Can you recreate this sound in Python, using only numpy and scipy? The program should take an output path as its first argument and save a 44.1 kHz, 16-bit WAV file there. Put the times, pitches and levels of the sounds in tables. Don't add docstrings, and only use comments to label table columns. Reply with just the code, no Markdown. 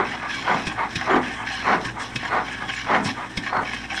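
import sys
import numpy as np
from scipy import signal
from scipy.fft import rfft, irfft
from scipy.io import wavfile
from scipy.ndimage import uniform_filter1d

SR = 44100
rng = np.random.default_rng(int(sys.argv[2]) if len(sys.argv) > 2 else 0)


def materialize(psi):
    bounded = np.clip(np.atleast_2d(psi).T, -1, 1)
    quanta = np.round(bounded * 32767).astype(np.int16)
    wavfile.write(sys.argv[1], SR, quanta)


N = 176400
T = np.arange(N) / SR


def from_db(db):
    return 10 ** (np.asarray(db) / 20)


def rms_one(x):
    return x / np.sqrt(np.mean(x ** 2) + 1e-20)


def evened(x):
    return x / np.sqrt(np.abs(uniform_filter1d(x ** 2, size=1323)) + 1e-9)


def drift(rate):
    r = np.exp(-80 * np.pi * rate / SR)
    slow = signal.lfilter([1], [1, -2 * r, r * r], rng.standard_normal(N // 40 + 2002))[2000:]
    return np.interp(np.arange(N) / 40, np.arange(len(slow)), rms_one(slow))


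def colour(x, spectrum):
    hz, db = np.transpose(spectrum)
    bins = np.maximum(np.arange(N // 2 + 1) * SR / N, 1)
    gain = from_db(np.interp(np.log(bins), np.log(hz), db))
    return rms_one(irfft(rfft(x) * gain, N))


def noise(spectrum):
    return colour(rng.standard_normal(N), spectrum)


def below(x, edge_hz):
    return signal.sosfiltfilt(signal.butter(6, edge_hz, fs=SR, output="sos"), x)


def resonate(x, modes, swing_db=0, swings_per_s=13):
    out = x
    for hz, width, db in modes:
        r = np.exp(-np.pi * width / SR)
        poles = [1, -2 * r * np.cos(2 * np.pi * hz / SR), r * r]
        push = x * from_db(db + swing_db * np.clip(drift(swings_per_s), -2, 1.2))
        out = out + signal.lfilter(np.array([1, 0, -1]) * (1 - r * r) / 2, poles, push + 1e-18)
    return out


def contacts(per_s, spread_db):
    sizes = from_db(spread_db * np.minimum(rng.exponential(1, N), 4)) * rng.choice([-1, 1], N)
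    return sizes * (rng.random(N) < per_s / SR)


def envelope(events, attack_s, release_s):
    power = 0
    for s, hold, db in events:
        fall = np.maximum(s - T, 0) / attack_s + np.maximum(T - s - hold, 0) / release_s
        power = power + from_db(db) ** 2 * np.exp(-2 * np.minimum(fall, 20))
    return np.sqrt(power)


# start and length at full speed in seconds, rail level in dB,
# frame rumble in dB, treble lift in dB.
RUNS = [(-.055, .049, -16.5, -29, 3), (.488, 0.057, -19.5, -30, 1), (1.093, 0.077, -18.5, -30.5, 0),
        (1.677, 0.059, -17.5, -26, 1.5), (2.33, .054, -20.5, -34.5, 2.5), (2.905, 0.059, -18.5, -26.5, 1.5),
        (3.544, 0.05, -21, -48, -5)]
# frequency in Hz, relative level in dB.
RAIL_SPECTRUM = [(30, -65), (100, -15), (330, -12), (550, -4), (780, 3.5), (1100, 5.5), (1400, 1.5),
                 (2100, -4.5), (2800, -18.5), (4000, -22.5), (6000, -33), (10000, -52), (16000, -70)]
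FRAME_SPECTRUM = [(40, -49), (110, -43), (170, 14), (260, 9.5), (400, -1.5), (600, -2), (1000, 9),
                  (3000, -79)]
# frequency in Hz, width in Hz, gain in dB.
PANEL_MODES = [(231, 25, -14), (274, 23, 0.5), (385.2, 20, 8), (437, 19, 10), (525, 11, 5.5),
               (586.6, 15, 4), (648, 9.2, 1.5), (739.6, 9.9, 5.5), (840, 44, -6), (962, 41, -11),
               (1087, 13, -14), (1184, 15, 3.5), (1470, 73, -4.5), (1854, 13, -0.5), (1983, 15, 0),
               (2137, 44, 0.5)]
def rails(run_up_s=0.022, brake_s=0.038):
    speed = np.minimum(envelope([(s, hold, 0) for s, hold, *_ in RUNS], run_up_s, brake_s), 1)
    balls = rms_one(contacts(per_s=3500, spread_db=2))
    shaking = balls + from_db(-6) * motor_growl(speed)
    rattle = evened(colour(resonate(shaking, PANEL_MODES, swing_db=2), RAIL_SPECTRUM))
    dull = below(rattle, edge_hz=4500)
    run = dull + (rattle - dull) * speed ** 1.7
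    body = below(run, edge_hz=1750)
    rumble = evened(colour(resonate(rng.standard_normal(N), PANEL_MODES), FRAME_SPECTRUM))
    body_events = [(s, hold, db) for s, hold, db, _, _ in RUNS]
    treble_events = [(s, hold, db + lift) for s, hold, db, _, lift in RUNS]
    rumble_events = [(s + 0.023, hold, db) for s, hold, _, db, _ in RUNS]
    return (body * envelope(body_events, run_up_s, brake_s)
            + (run - body) * envelope(treble_events, run_up_s, brake_s)
            + rumble * envelope(rumble_events, run_up_s, release_s=0.07)
            + hops(balls) + jolts())


def motor_growl(speed, top_hz=370, jitter=0.05):
    pulse_count = np.cumsum(top_hz * np.sqrt(speed) * (1 + jitter * drift(61.5))) / SR
    return np.diff(np.floor(pulse_count), prepend=0) * np.sqrt(SR / top_hz)


# start and length at full speed in seconds, level in dB.
SHORT_HOPS = [(.135, 0.0073, -31), (.232, 0.033, -28), (.789, 0.053, -22.5), (1.395, 0.045, -31.5),
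              (1.972, 0.052, -30.5), (2.25, 0.0091, -33), (2.615, 0.021, -32), (3.075, 0.013, -38),
              (3.18, 0.061, -30.5)]
# frequency in Hz, relative level in dB.
HOP_SPECTRUM = [(150, -37), (500, -13.5), (780, -2.5), (900, 5.5), (1050, -1), (1190, 4.5), (1450, -6),
                (2100, -4.5), (2800, -20.5), (4000, -23), (16000, -95)]
def hops(balls):
    rattle = evened(colour(resonate(balls, PANEL_MODES), HOP_SPECTRUM))
    return rattle * envelope(SHORT_HOPS, attack_s=0.013, release_s=0.025)


# start in seconds, level in dB.
HEAD_JOLTS = [(0.478, -19.5), (0.512, -23), (1.111, -18.5), (2.625, -30), (2.91, -28), (2.948, -16),
              (3.53, -22), (3.568, -19.5), (3.632, -24)]
def jolts():
    events = [(s, 0.003, db) for s, db in HEAD_JOLTS]
    return evened(noise(RAIL_SPECTRUM)) * envelope(events, attack_s=0.00078, release_s=0.0038)


# start and length in seconds, then whir, rattle and air levels in dB.
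NOZZLE_STROKES = [(0.054, 0.097, -35, -37.5, -44), (0.16, 0.18, -36.5, -45, -50.5),
                  (0.296, .11, -35.5, -35.5, -39), (0.422, .17, -41, -36, -45.5),
                  (.57, 0.12, -39.5, -41, -41.5), (0.681, 0.041, -32.5, -35.5, -54),
                  (0.739, 0.13, -38, -48, -54.5), (0.9, 0.1, -38.5, -44.5, -43.5),
                  (0.983, 0.088, -32.5, -44, -41.5), (1.104, 0.074, -30, -37, -56),
                  (1.229, .12, -33.5, -37, -45), (1.356, 0.099, -37, -42.5, -60),
                  (1.472, .12, -32.5, -35, -40), (1.599, 0.16, -35, -37, -43.5),
                  (1.812, .025, -44, -48, -43), (1.851, 0.046, -30.5, -38.5, -44),
                  (2.005, 0.066, -36.5, -41.5, -41), (2.09, 0.077, -42, -47.5, -54),
                  (2.191, 0.1, -38, -39.5, -46), (2.391, 0.071, -50, -54, -49),
                  (2.454, 0.098, -35, -39.5, -46), (2.566, 0.094, -36, -43.5, -50),
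                  (2.684, 0.062, -40, -35.5, -42.5), (2.763, 0.059, -34.5, -33.5, -39.5),
                  (2.846, .16, -40, -40, -47), (3.061, 0.044, -31, -31.5, -34.5),
                  (3.134, .14, -42, -47.5, -53), (3.297, 0.14, -42.5, -51, -50.5),
                  (3.438, 0.061, -35, -40, -44.5), (3.655, 0.12, -36, -36, -42.5),
                  (3.788, 0.07, -40, -40.5, -46), (3.902, 0.029, -30.5, -31.5, -42.5),
                  (3.966, .05, -36.5, -32.5, -35)]
# frequency in Hz, width in Hz, gain in dB.
METAL_MODES = [(763, 62, 8.5), (1086, 58, 4.5), (1572, 26, 7.5), (1682, 50, 5.5), (1810, 106, 1.5),
               (2133, 78, -1), (2275, 49, 3), (2575, 170, 3.5), (2934, 124, 0), (3134, 43, 5.5),
               (3370, 90, 14.5), (3716, 96, 18), (5430, 130, 4), (7020, 104, 12)]
# frequency in Hz, relative level in dB.
DRIVE_SPECTRUM = [(200, -48), (500, -8), (850, 5), (1350, 6.5), (1700, 12.5), (2300, 5.5), (3200, -1.5),
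                  (3700, -26.5), (4500, -11.5), (7000, -24.5), (16000, -70)]
AIR_SPECTRUM = [(200, -49), (1500, 4), (3000, 10.5), (4100, 16.5), (4500, 2), (5150, 16.5), (5900, 12),
                (6600, -0.5), (9000, -11), (11000, -8.5), (16000, -54)]
def nozzles(attack_s=0.0069, release_s=0.011):
    teeth = contacts(per_s=1800, spread_db=-2)
    chatter = colour(resonate(teeth, METAL_MODES, swing_db=12.5), DRIVE_SPECTRUM)
    low = below(chatter, edge_hz=2140)
    flutter = rms_one(from_db(drift(53)))
    whir_events = [(s, hold, db) for s, hold, db, _, _ in NOZZLE_STROKES]
    rattle_events = [(s, hold, db) for s, hold, _, db, _ in NOZZLE_STROKES]
    air_events = [(s, hold, db) for s, hold, _, _, db in NOZZLE_STROKES]
    whir = evened(low) * envelope(whir_events, attack_s, release_s)
    rattle = evened(chatter - low) * envelope(rattle_events, attack_s, release_s)
    air = evened(colour(contacts(per_s=1500, spread_db=2), AIR_SPECTRUM))
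    return (whir + rattle) * flutter + air * envelope(air_events, attack_s=0.012, release_s=0.022)


# start in seconds, thump level in dB, thump pitch in Hz, crack level in dB,
# puff level in dB, puff length in seconds.
VALVE_KNOCKS = [(0.541, -28, 178, -36, -63, 0.0079), (0.668, -25.5, 183, -25, -34.5, 0.011),
                (0.956, -26, 146, -21, -38, 0.0095), (1.159, -37, 296, -29.5, -61, .008),
                (1.85, -27.5, 194, -30, -39, 0.018), (2.159, -32, 153, -23, -35, 0.0059),
                (3.049, -21.5, 165.5, -32, -34, 0.028), (3.373, -25.5, 178, -22, -33.5, 0.0034),
                (3.568, -27.5, 171, -45, -56, .005)]
# frequency in Hz, relative level in dB.
CRACK_SPECTRUM = [(300, 19.5), (800, -15), (1400, 6), (2300, 12), (3500, 0), (5500, 4), (8000, -17.5),
                  (16000, -26)]
PUFF_SPECTRUM = [(1500, 6), (3500, -9.5), (5300, 12.5), (6500, -0.5), (9000, 0.5), (11000, -27),
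                 (16000, -62)]
# frequency in Hz, width in Hz, gain in dB.
STEEL_MODES = [(1643, 10, 1.5), (1724, 8.3, -1.5), (1894, 10, 0.5), (2130, 22, 4), (2563, 12, 6),
               (3210, 16, 8), (4160, 20, 2.5), (5100, 33, 4)]
def valves(crack_lag_s=0.0015, low_cut_hz=88):
    thumps = sum(thump(s, db, hz) for s, db, hz, *_ in VALVE_KNOCKS)
    thumps = signal.sosfilt(signal.butter(4, low_cut_hz, "high", fs=SR, output="sos"), thumps)
    metal = evened(colour(resonate(rng.standard_normal(N), METAL_MODES), CRACK_SPECTRUM))
    crack_events = [(s + crack_lag_s, 0.003, db) for s, _, _, db, _, _ in VALVE_KNOCKS]
    puff_events = [(s, hold, db) for s, *_, db, hold in VALVE_KNOCKS]
    crack = metal * envelope(crack_events, attack_s=0.0022, release_s=0.0083)
    puff = noise(PUFF_SPECTRUM) * envelope(puff_events, attack_s=0.006, release_s=0.0091)
    return thumps + resonate(crack, STEEL_MODES) + puff


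# multiple of the pitch, relative level in dB, decay time constant in seconds.
HEAD_MODES = [(.6, -10.5, 0.052), (.88, -8.5, 0.021), (1.18, -3.5, 0.013), (1.65, -11, 0.042)]
def thump(s, db, hz, rise_s=0.003):
    age = np.clip(T - s, 0, 0.5)
    ring = 0
    for i, (ratio, level, decay_s) in enumerate(HEAD_MODES):
        gain = (-1) ** i * 2 * from_db(db + level)
        ring = ring + gain * np.sin(2 * np.pi * ratio * hz * age) * np.exp(-age / decay_s)
    return ring * (1 - np.exp(-age / rise_s))


# start in seconds, level in dB.
FEEDER_TICKS = [(.07, -43), (.304, -24.5), (0.341, -31), (.424, -36), (1.012, -23), (1.474, -24),
                (1.515, -31), (1.546, -42), (1.577, -40), (2.214, -33), (2.232, -27), (2.251, -25.5),
                (2.483, -30), (2.523, -34), (2.545, -29), (2.622, -32), (2.691, -23.5), (2.698, -24),
                (2.736, -31), (2.771, -41), (2.783, -32), (2.812, -38), (2.947, -20), (3.436, -38),
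                (3.464, -23), (3.475, -27.5), (3.668, -35), (3.717, -34), (3.734, -24.5), (3.766, -32),
                (3.842, -34), (3.904, -40), (3.945, -27.5), (3.977, -26)]
def ticks():
    metal = evened(colour(resonate(rng.standard_normal(N), METAL_MODES, swing_db=8), DRIVE_SPECTRUM))
    events = [(s, 0.002, db) for s, db in FEEDER_TICKS]
    return resonate(metal * envelope(events, attack_s=0.00025, release_s=0.0078), STEEL_MODES)


# start and length in seconds, pitch in Hz, level in dB.
FRAME_GROANS = [(0, 0.0045, 392, -25), (1.108, 0.076, 372, -24), (1.145, 0.04, 282, -21),
                (1.2, 0.11, 274, -38), (1.807, .07, 313, -42), (2.981, 0.13, 221, -31.5),
                (3.394, 0.051, 255, -37.5)]
# multiple of the pitch, relative level in dB.
GROAN_SPECTRUM = [(.3, -34), (.75, -29), (.9, 7), (1.1, 2), (1.28, -7.5), (3, -66)]
def groans():
    out = 0
    for s, length, hz, db in FRAME_GROANS:
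        band = evened(noise([(ratio * hz, level) for ratio, level in GROAN_SPECTRUM]))
        out = out + band * envelope([(s, length, db)], attack_s=0.012, release_s=0.017)
    return out


# start and length in seconds, level in dB.
AIR_SPITS = [(.345, 0.011, -45.5), (1.32, 0.11, -52.5), (1.52, 0.032, -46.5), (2.0, 0.036, -44),
             (2.525, 0.0052, -46), (2.73, 0.022, -46), (3.045, 0.0081, -40), (3.735, 0.013, -47.5),
             (3.945, 0.024, -45)]
# frequency in Hz, relative level in dB.
SPIT_SPECTRUM = [(3000, -23), (5500, 11), (7200, 8), (9000, 7.5), (11000, -33), (16000, -15)]
def spits():
    return noise(SPIT_SPECTRUM) * envelope(AIR_SPITS, attack_s=0.0099, release_s=0.0059)


# start and length in seconds, level in dB.
SERVO_WHINES = [(0.311, 0.17, -48.5), (1.49, 0.23, -46.5), (2.196, 0.14, -52), (2.73, 0.19, -60),
                (3.44, 0.15, -49)]
def servo(start_hz=4120, rise_hz_per_s=1100, width_hz=150):
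    roughness = drift(width_hz) + 1j * drift(width_hz)
    out = 0
    for s, length, db in SERVO_WHINES:
        hz = start_hz + rise_hz_per_s * np.clip(T - s, 0, length)
        whine = np.real(roughness * np.exp(2j * np.pi * np.cumsum(hz) / SR))
        out = out + whine * envelope([(s, length, db)], attack_s=0.018, release_s=0.031)
    return out


# frequency in Hz, level in dB.
HUM_TONES = [(58.5, -50), (105, -52.5), (119, -50), (242, -55), (275, -52.5), (323, -51), (379, -59.5),
             (942, -56), (1098, -60), (1178, -57)]
# frequency in Hz, relative level in dB.
FAN_SPECTRUM = [(25, -8.5), (45, -16), (80, -3), (105, -6), (150, -1), (240, 6), (330, -5), (400, -6),
                (600, -9), (780, -3.5), (1200, -12), (1750, -6.5), (2400, -16), (3300, -13), (4500, -29.5),
                (5500, -23.5), (7000, -26), (9000, -25.5), (11000, -49.5), (16000, -42)]
def fans(rush_db=-40, waver_db=2):
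    hum = 0
    for hz, db in HUM_TONES:
        gain = np.sqrt(2) * from_db(db) * (1 + 0.3 * drift(2.3))
        hum = hum + gain * np.sin(2 * np.pi * hz * T + 0.6 * drift(2.8))
    return hum + noise(FAN_SPECTRUM) * from_db(rush_db + waver_db * drift(21.0))


def reflections(x, t60_s):
    t = T[:SR // 2]
    tail = rng.standard_normal(len(t)) * from_db(-60 * t / t60_s) * (t > 0.003)
    return signal.fftconvolve(x, tail / np.linalg.norm(tail))[:N]


def hood_and_hall(x, hood_db=-13, hall_db=-22.5):
    hood = from_db(hood_db) * reflections(x, t60_s=0.15)
    hall = from_db(hall_db) * reflections(x, t60_s=0.91)
    return (x + hood + hall) / np.hypot(1, from_db(hood_db))


def scene():
    machine = rails() + groans() + nozzles() + servo() + spits() + valves() + ticks()
    return (hood_and_hall(machine) + fans())[None]


def record(dry):
    return signal.sosfilt(signal.cheby2(12, 70, 16400, fs=SR, output="sos"), dry)


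dry = scene()
out = record(dry)
materialize(out)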